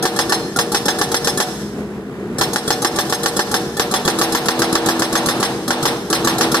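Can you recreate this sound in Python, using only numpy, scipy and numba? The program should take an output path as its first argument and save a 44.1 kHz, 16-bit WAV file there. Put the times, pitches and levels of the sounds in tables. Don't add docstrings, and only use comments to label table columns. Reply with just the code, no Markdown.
import sys
import numpy as np
from scipy import signal
from scipy.fft import rfft, irfft
from scipy.io import wavfile
from scipy.ndimage import uniform_filter1d
from numba import njit

SR = 44100
rng = np.random.default_rng(int(sys.argv[2]) if len(sys.argv) > 2 else 0)


def pcm_store(signal):
    levels = np.round(np.clip(np.atleast_2d(signal), -1, 1) * 32767)
    wavfile.write(sys.argv[1], SR, levels.astype(np.int16).T)


N = 291060
TIME = np.arange(N) / SR

# [pitch_hz, level_db_per_hz]
ROAR_COLOUR = [(22, -30), (40, -36), (58, -8.5), (90, -11.5), (135, 1), (280, 0.5), (420, 1.5), (540, -9.5),
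               (1000, -16), (1700, -19), (2500, -27.5), (5000, -37), (10000, -40.5), (15000, -48)]
# [time_s, firing_rate_hz]
FIRING_RATE = [(0, 66.8), (1.45, 67), (1.68, 69.2), (2.1, 68.1), (2.4, 68), (2.7, 66.4), (6.6, 66.3)]
# [multiple_of_firing_rate, level_db]
EXHAUST_HARMONICS = [(1, -15), (2, -12), (3, 1), (4, -24), (6, -4.5)]
# [pitch_hz, level_db]
SLOPE_COLOUR = [(60, -14), (500, -19), (1700, -6), (2800, -8), (5000, -6), (9000, -6.5), (15000, -6)]
# [first_blow_s, blow_count, cycle_s, shortening_per_blow_s, first_cycle_extra_s, last_blow_late_s]
HAMMER_RUNS = [(-.086, 4, .139, .003, 0, 0), (.588, 7, .1298, .0002, .028, 0),
               (2.411, 9, .1471, .0024, .0013, .019), (3.796, 13, .1367, .0004, .0065, .0094),
               (5.706, 2, .135, 0, .013, 0), (6.128, 4, .1337, 0, .011, 0)]
# [time_s, pressure_0_to_1]
BOOM_PRESSURE = [(0, 0.3), (1.4, 0), (2.4, 0.18), (3.5, 0), (4.2, 0.63), (5.3, 0.62), (6.6, 0.85)]
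# [pitch_hz, level_db, t60_s, full_pressure_change_db]
BOOM_MODES = [(246.2, -9.5, 0.62, 12), (329.5, -6.5, 0.95, 11), (366.4, -11, 1, -3), (377, -18, 0.28, -5),
              (470.6, -1.5, 0.78, 1.5), (587, -4, 0.48, -2)]
HOUSING_MODES = [(747, -4, 0.41, -5.5), (807, 3.5, 0.097, -10), (842, 3.5, 0.12, -10.5),
                 (1146, -0.5, 0.087, 9), (1328, -9, 0.097, 12.5), (1750, -1.5, 0.13, -5),
                 (1777, 0.5, 0.11, -3)]
CHISEL_MODES = [(3376, -2, .14, -2), (3927, -5, .1, 0), (4286, -10, .12, 4), (5158, -9, .12, 1),
                (5313, 2, .16, -5), (6056, -9, .12, 0), (6380, -1, .08, 1), (8161, -3, .17, -6),
                (10610, -3, .16, -2), (12850, -19, .12, 0), (15038, -18, .14, 0)]
# [pitch_hz, level_db_per_hz]
CLACK_COLOUR = [(50, -4), (150, 17), (330, 17.5), (480, 14.5), (650, -3), (1400, 11), (2100, -11.5),
                (3000, -11), (4200, 5), (5300, -1), (7000, 1.5), (11000, 1.5), (15000, -12.5)]
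CRACK_COLOUR = [(40, -10), (150, -1.5), (450, 15), (650, -0.5), (820, 8.5), (1250, 6.5), (1750, 11),
                (2150, -7), (3600, 0), (6200, -0.5), (7200, -5), (10800, -11.5), (15000, -21)]
RATTLE_COLOUR = [(1900, 7), (2300, 3), (3500, 3), (5400, 6), (7000, -0.5), (8200, 4.5), (9200, -4),
                 (10800, 2.5), (13000, -4.5), (15000, -15)]
CRUNCH_COLOUR = [(300, 1), (800, -6), (1700, 14.5), (2300, 8), (3600, 10), (6000, 2.5), (7100, -39),
                 (8200, 9), (11000, -9), (15000, -11)]
RUMBLE_COLOUR = [(50, -17), (140, 3), (350, 5.5), (800, 13), (1250, 6.5), (1750, -0.5), (2300, -4),
                 (4200, -3.5), (7000, -43), (15000, -34)]
# [pitch_hz, left_minus_right_db, left_lead_radians]
MIC_PORTS = [(0, .7, 0), (400, .9, 0), (750, 0, .1), (1300, -3.5, .3), (2400, 0, 3.1), (3400, -.7, 4.2),
             (3900, -1.2, 6), (5100, -1, 6.4), (5500, -.5, 9.5), (7700, 1, 12.4), (8500, 2.5, 15.5),
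             (10600, 7, 18.3), (15000, 12, 18.5)]

CLACK_LEAD_S = .028
REBOUND_S = .019
SLUGGISH_SHARE = .25
BLOW_SCATTER_DB = 1.11
HUM_DB_PER_HZ = 1.5
HUM_WAVER_DB, ROAR_WAVER_DB = 3.5, 2.2
TOP_HZ = 15500


def undb(db):
    return 10 ** (np.asarray(db) / 20)


def curve(rows):
    return np.interp(TIME, *np.transpose(rows))


def fade(t60, size=SR):
    return undb(-60 * np.arange(size) / SR / t60)


def walk(rate_hz):
    hold = int(SR / rate_hz)
    steps = np.repeat(rng.standard_normal(N // hold + 1), hold)
    return uniform_filter1d(steps, hold)[:N]


def noise(colour, size=N, apart_hz=2600, most_apart=0.72):
    hz = np.fft.rfftfreq(size, 1 / SR) + 1
    points, db = np.transpose(colour)
    gain = undb(np.interp(np.log(hz), np.log(points), db))
    mid, side = rfft(rng.standard_normal((2, size))) * gain
    side = side * most_apart * np.clip(hz / apart_hz, .15, 1)
    stereo = irfft([mid + side, mid - side], size)
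    return stereo / stereo.std()


def play(times, gains, sound):
    kicks = np.zeros((1, N + SR))
    places = np.round((times + 1) * SR).astype(int)
    kicks[0, np.clip(places, 0, N + SR - 1)] = gains
    return signal.fftconvolve(kicks, np.atleast_2d(sound), axes=1)[:, SR:SR + N]


def bursts(times, gains, colour, rise_s, t60, alike, grain_db=0):
    shape = fade(t60) * (1 - np.exp(-TIME[:SR] / rise_s))
    same = play(times, gains, shape * noise(colour, size=SR))
    grain = undb(grain_db * walk(400))
    grain /= np.sqrt(np.mean(grain ** 2))
    envelope = np.sqrt(np.abs(play(times, gains ** 2, shape ** 2)))
    new = envelope * noise(colour) * grain
    return np.sqrt(alike) * same + np.sqrt(1 - alike) * new


def ring(times, gains, pressure, modes, scatter_db, spread, rise_s, choke_s=1, detune_hz=0, size=SR // 2):
    hz, db, t60, pressed_db = np.transpose(modes)
    t = TIME[:size]
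    waves = np.exp(np.outer(2j * np.pi * hz - np.log(1000) / t60, t))
    swell_and_choke = (1 - np.exp(-t / rise_s)) * np.exp(-(t / choke_s) ** 2)
    waves = (waves * swell_and_choke).astype(np.complex64)
    strength, turn, skew = rng.standard_normal((len(times), 3, len(hz))).transpose(1, 0, 2)
    shift_hz = detune_hz * rng.standard_normal(len(times))
    detune = np.exp(2j * np.pi * np.outer(shift_hz, t))
    mode_db = db + np.outer(pressure, pressed_db) + scatter_db * strength
    weight = gains[:, None] * undb(mode_db)
    starts = ((times + 1) * SR).astype(int)
    out = np.zeros((2, N + 2 * SR))
    for channel, sign in enumerate((1, -1)):
        phase = np.pi * turn + sign * spread * skew
        kicks = (weight * np.exp(1j * phase)).astype(np.complex64)
        rings = (detune * (kicks @ waves)).imag
        for start, sound in zip(starts, rings):
            out[channel, start:start + size] += sound
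    return out[:, SR:SR + N]


def diesel():
    rate = curve(FIRING_RATE)
    phase = 2 * np.pi * np.cumsum(rate * (1 + .007 * walk(18))) / SR
    tones = np.zeros(N)
    for multiple, db in EXHAUST_HARMONICS:
        level = undb(db + HUM_WAVER_DB * walk(13))
        tones += level * np.sin(multiple * phase + 2 * np.pi * rng.random())
    roughness = 1 + 0.1 * np.sin(phase)
    roar = noise(ROAR_COLOUR) * roughness * undb(ROAR_WAVER_DB * walk(12))
    hum_gain = undb(-33.5 + HUM_DB_PER_HZ * (rate - rate.mean()))
    return hum_gain * tones + undb(-26.5) * roar


def hillside(near, t60, lumpy_db):
    shape = fade(t60) * (1 - np.exp(-TIME[:SR] / 0.078))
    echoes = noise(SLOPE_COLOUR, size=SR) * shape * undb(lumpy_db * walk(120.7)[:SR])
    echoes /= np.sqrt(np.sum(echoes ** 2) / 2)
    return signal.fftconvolve(near, echoes, axes=1)[:, :N]


def loose_slab(start_s=.561, pitch_hz=1400, t60=0.095, level_db=-13):
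    clank = fade(t60) * np.sin(2 * np.pi * pitch_hz * TIME[:SR])
    return play(np.array([start_s]), undb(level_db), clank)


def blow_times():
    times = []
    for start, blows, cycle, shortening, extra, late in HAMMER_RUNS:
        k = np.arange(blows - 1)
        cycles = cycle - shortening * k + extra * SLUGGISH_SHARE ** k
        cycles[-1] += late
        times.append(start + np.append(0, np.cumsum(cycles)))
    return np.concatenate(times)


def dense_modes(t60, uneven_db, count=96):
    place, strength, life = rng.random((count, 3)).T
    points, contour_db = np.transpose(RATTLE_COLOUR)
    hz = points[0] + (points[-1] - points[0]) * (np.arange(count) + place) / count
    db = np.interp(hz, points, contour_db) + uneven_db * (strength - .5)
    return np.column_stack([hz, db, t60 * (.5 + life), np.zeros(count)])


def arm_rumble(s, db, press):
    return bursts(s, undb(db - 23.5 + 11.4 * press), RUMBLE_COLOUR, rise_s=0.0061, t60=0.6, alike=0.38)


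def rock_crunch(s, db, press):
    gains = undb(db - 20 + 10 * press)
    return bursts(s + REBOUND_S, gains, CRUNCH_COLOUR, rise_s=0.0061, t60=0.16, alike=1.0, grain_db=5)


def retainer_ping(s, db, press):
    return ring(s + REBOUND_S, undb(db - 13.5), press, CHISEL_MODES, scatter_db=2.5, spread=.7,
                rise_s=.005, choke_s=.019, detune_hz=12, size=SR // 8)


def piston_clack(fired, clack_db, boom_db, press):
    clack = bursts(fired, undb(clack_db - 12.5), CLACK_COLOUR, rise_s=0.0023, t60=0.092,
                   alike=0.41, grain_db=3)
    clack += ring(fired, undb(clack_db - 24), press, CHISEL_MODES, scatter_db=3.5, spread=.9,
                  rise_s=0.0018, choke_s=0.03, detune_hz=30.4, size=SR // 8)
    clack += ring(fired, undb(clack_db - 19), press, HOUSING_MODES, scatter_db=6.5, spread=0.073,
                  rise_s=0.023, choke_s=0.089, detune_hz=16.7, size=SR // 8)
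    clack += ring(fired, undb(boom_db - 17.5), press, BOOM_MODES, scatter_db=2, spread=0.14, rise_s=0.043)
    return clack


def chisel_crack(s, db, rattle_db, press):
    plates = dense_modes(t60=.1, uneven_db=16)
    crack = bursts(s, undb(db - 2.5), CRACK_COLOUR, rise_s=0.00036, t60=0.075, alike=0.47, grain_db=2)
    crack += ring(s, undb(db - 15.5), press, HOUSING_MODES, scatter_db=1, spread=0.11,
                  rise_s=0.00069, detune_hz=3.6, size=SR // 4)
    crack += ring(s, undb(rattle_db - 31), press, plates, scatter_db=3.5, spread=.7,
                  rise_s=.004, detune_hz=35, size=SR // 8)
    crack += ring(s, undb(rattle_db - 21), press, CHISEL_MODES, scatter_db=0, spread=0.96,
                  rise_s=0.0035, choke_s=0.072, detune_hz=8.4, size=SR // 8)
    return crack


def breaker():
    s = blow_times()
    db, clack_db, rattle_db = BLOW_SCATTER_DB * rng.standard_normal((len(s), 3)).T
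    press = np.interp(s, *np.transpose(BOOM_PRESSURE))
    near = arm_rumble(s, db, press)
    near += rock_crunch(s, rattle_db, press)
    near += retainer_ping(s, rattle_db, press)
    near += piston_clack(s - CLACK_LEAD_S, clack_db, db, press)
    near += chisel_crack(s, db, rattle_db, press)
    return near + undb(-15.5) * hillside(near, t60=1.0, lumpy_db=2)


def scene():
    air = diesel() + loose_slab() + breaker()
    port_hz, balance_db, lead = np.transpose(MIC_PORTS)
    hz = np.fft.rfftfreq(N, 1 / SR)
    half = np.array([[1], [-1]]) / 2
    tilt = undb(half * np.interp(hz, port_hz, balance_db))
    tilt /= np.sqrt(np.mean(tilt ** 2, axis=0))
    turn = np.exp(1j * half * np.interp(hz, port_hz, lead))
    return irfft(rfft(air) * tilt * turn, N)


@njit
def follow(x, attack, release):
    out, level = np.empty(len(x)), 0.
    for i in range(len(x)):
        level += (x[i] - level) * (attack if x[i] > level else release)
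        out[i] = level
    return out


def limiter(x, ceiling_db, attack_s, release_s, ahead_s):
    peaks = np.abs(x).max(axis=0)
    envelope = follow(peaks, 1 / (1 + attack_s * SR), 1 / (1 + release_s * SR))
    envelope = np.interp(TIME + ahead_s, TIME, envelope)
    return x / np.maximum(envelope / undb(ceiling_db), 1)


def record(dry):
    gained = undb(-14.0) * dry / dry.std()
    held = limiter(gained, ceiling_db=-3, attack_s=0.00017, release_s=0.084, ahead_s=0.00096)
    clipped = np.clip(held, -.92, .92)
    treble_cut = signal.ellip(10, .2, 80, TOP_HZ, fs=SR, output="sos")
    return signal.sosfilt(treble_cut, clipped)


dry = scene()
out = record(dry)
pcm_store(out)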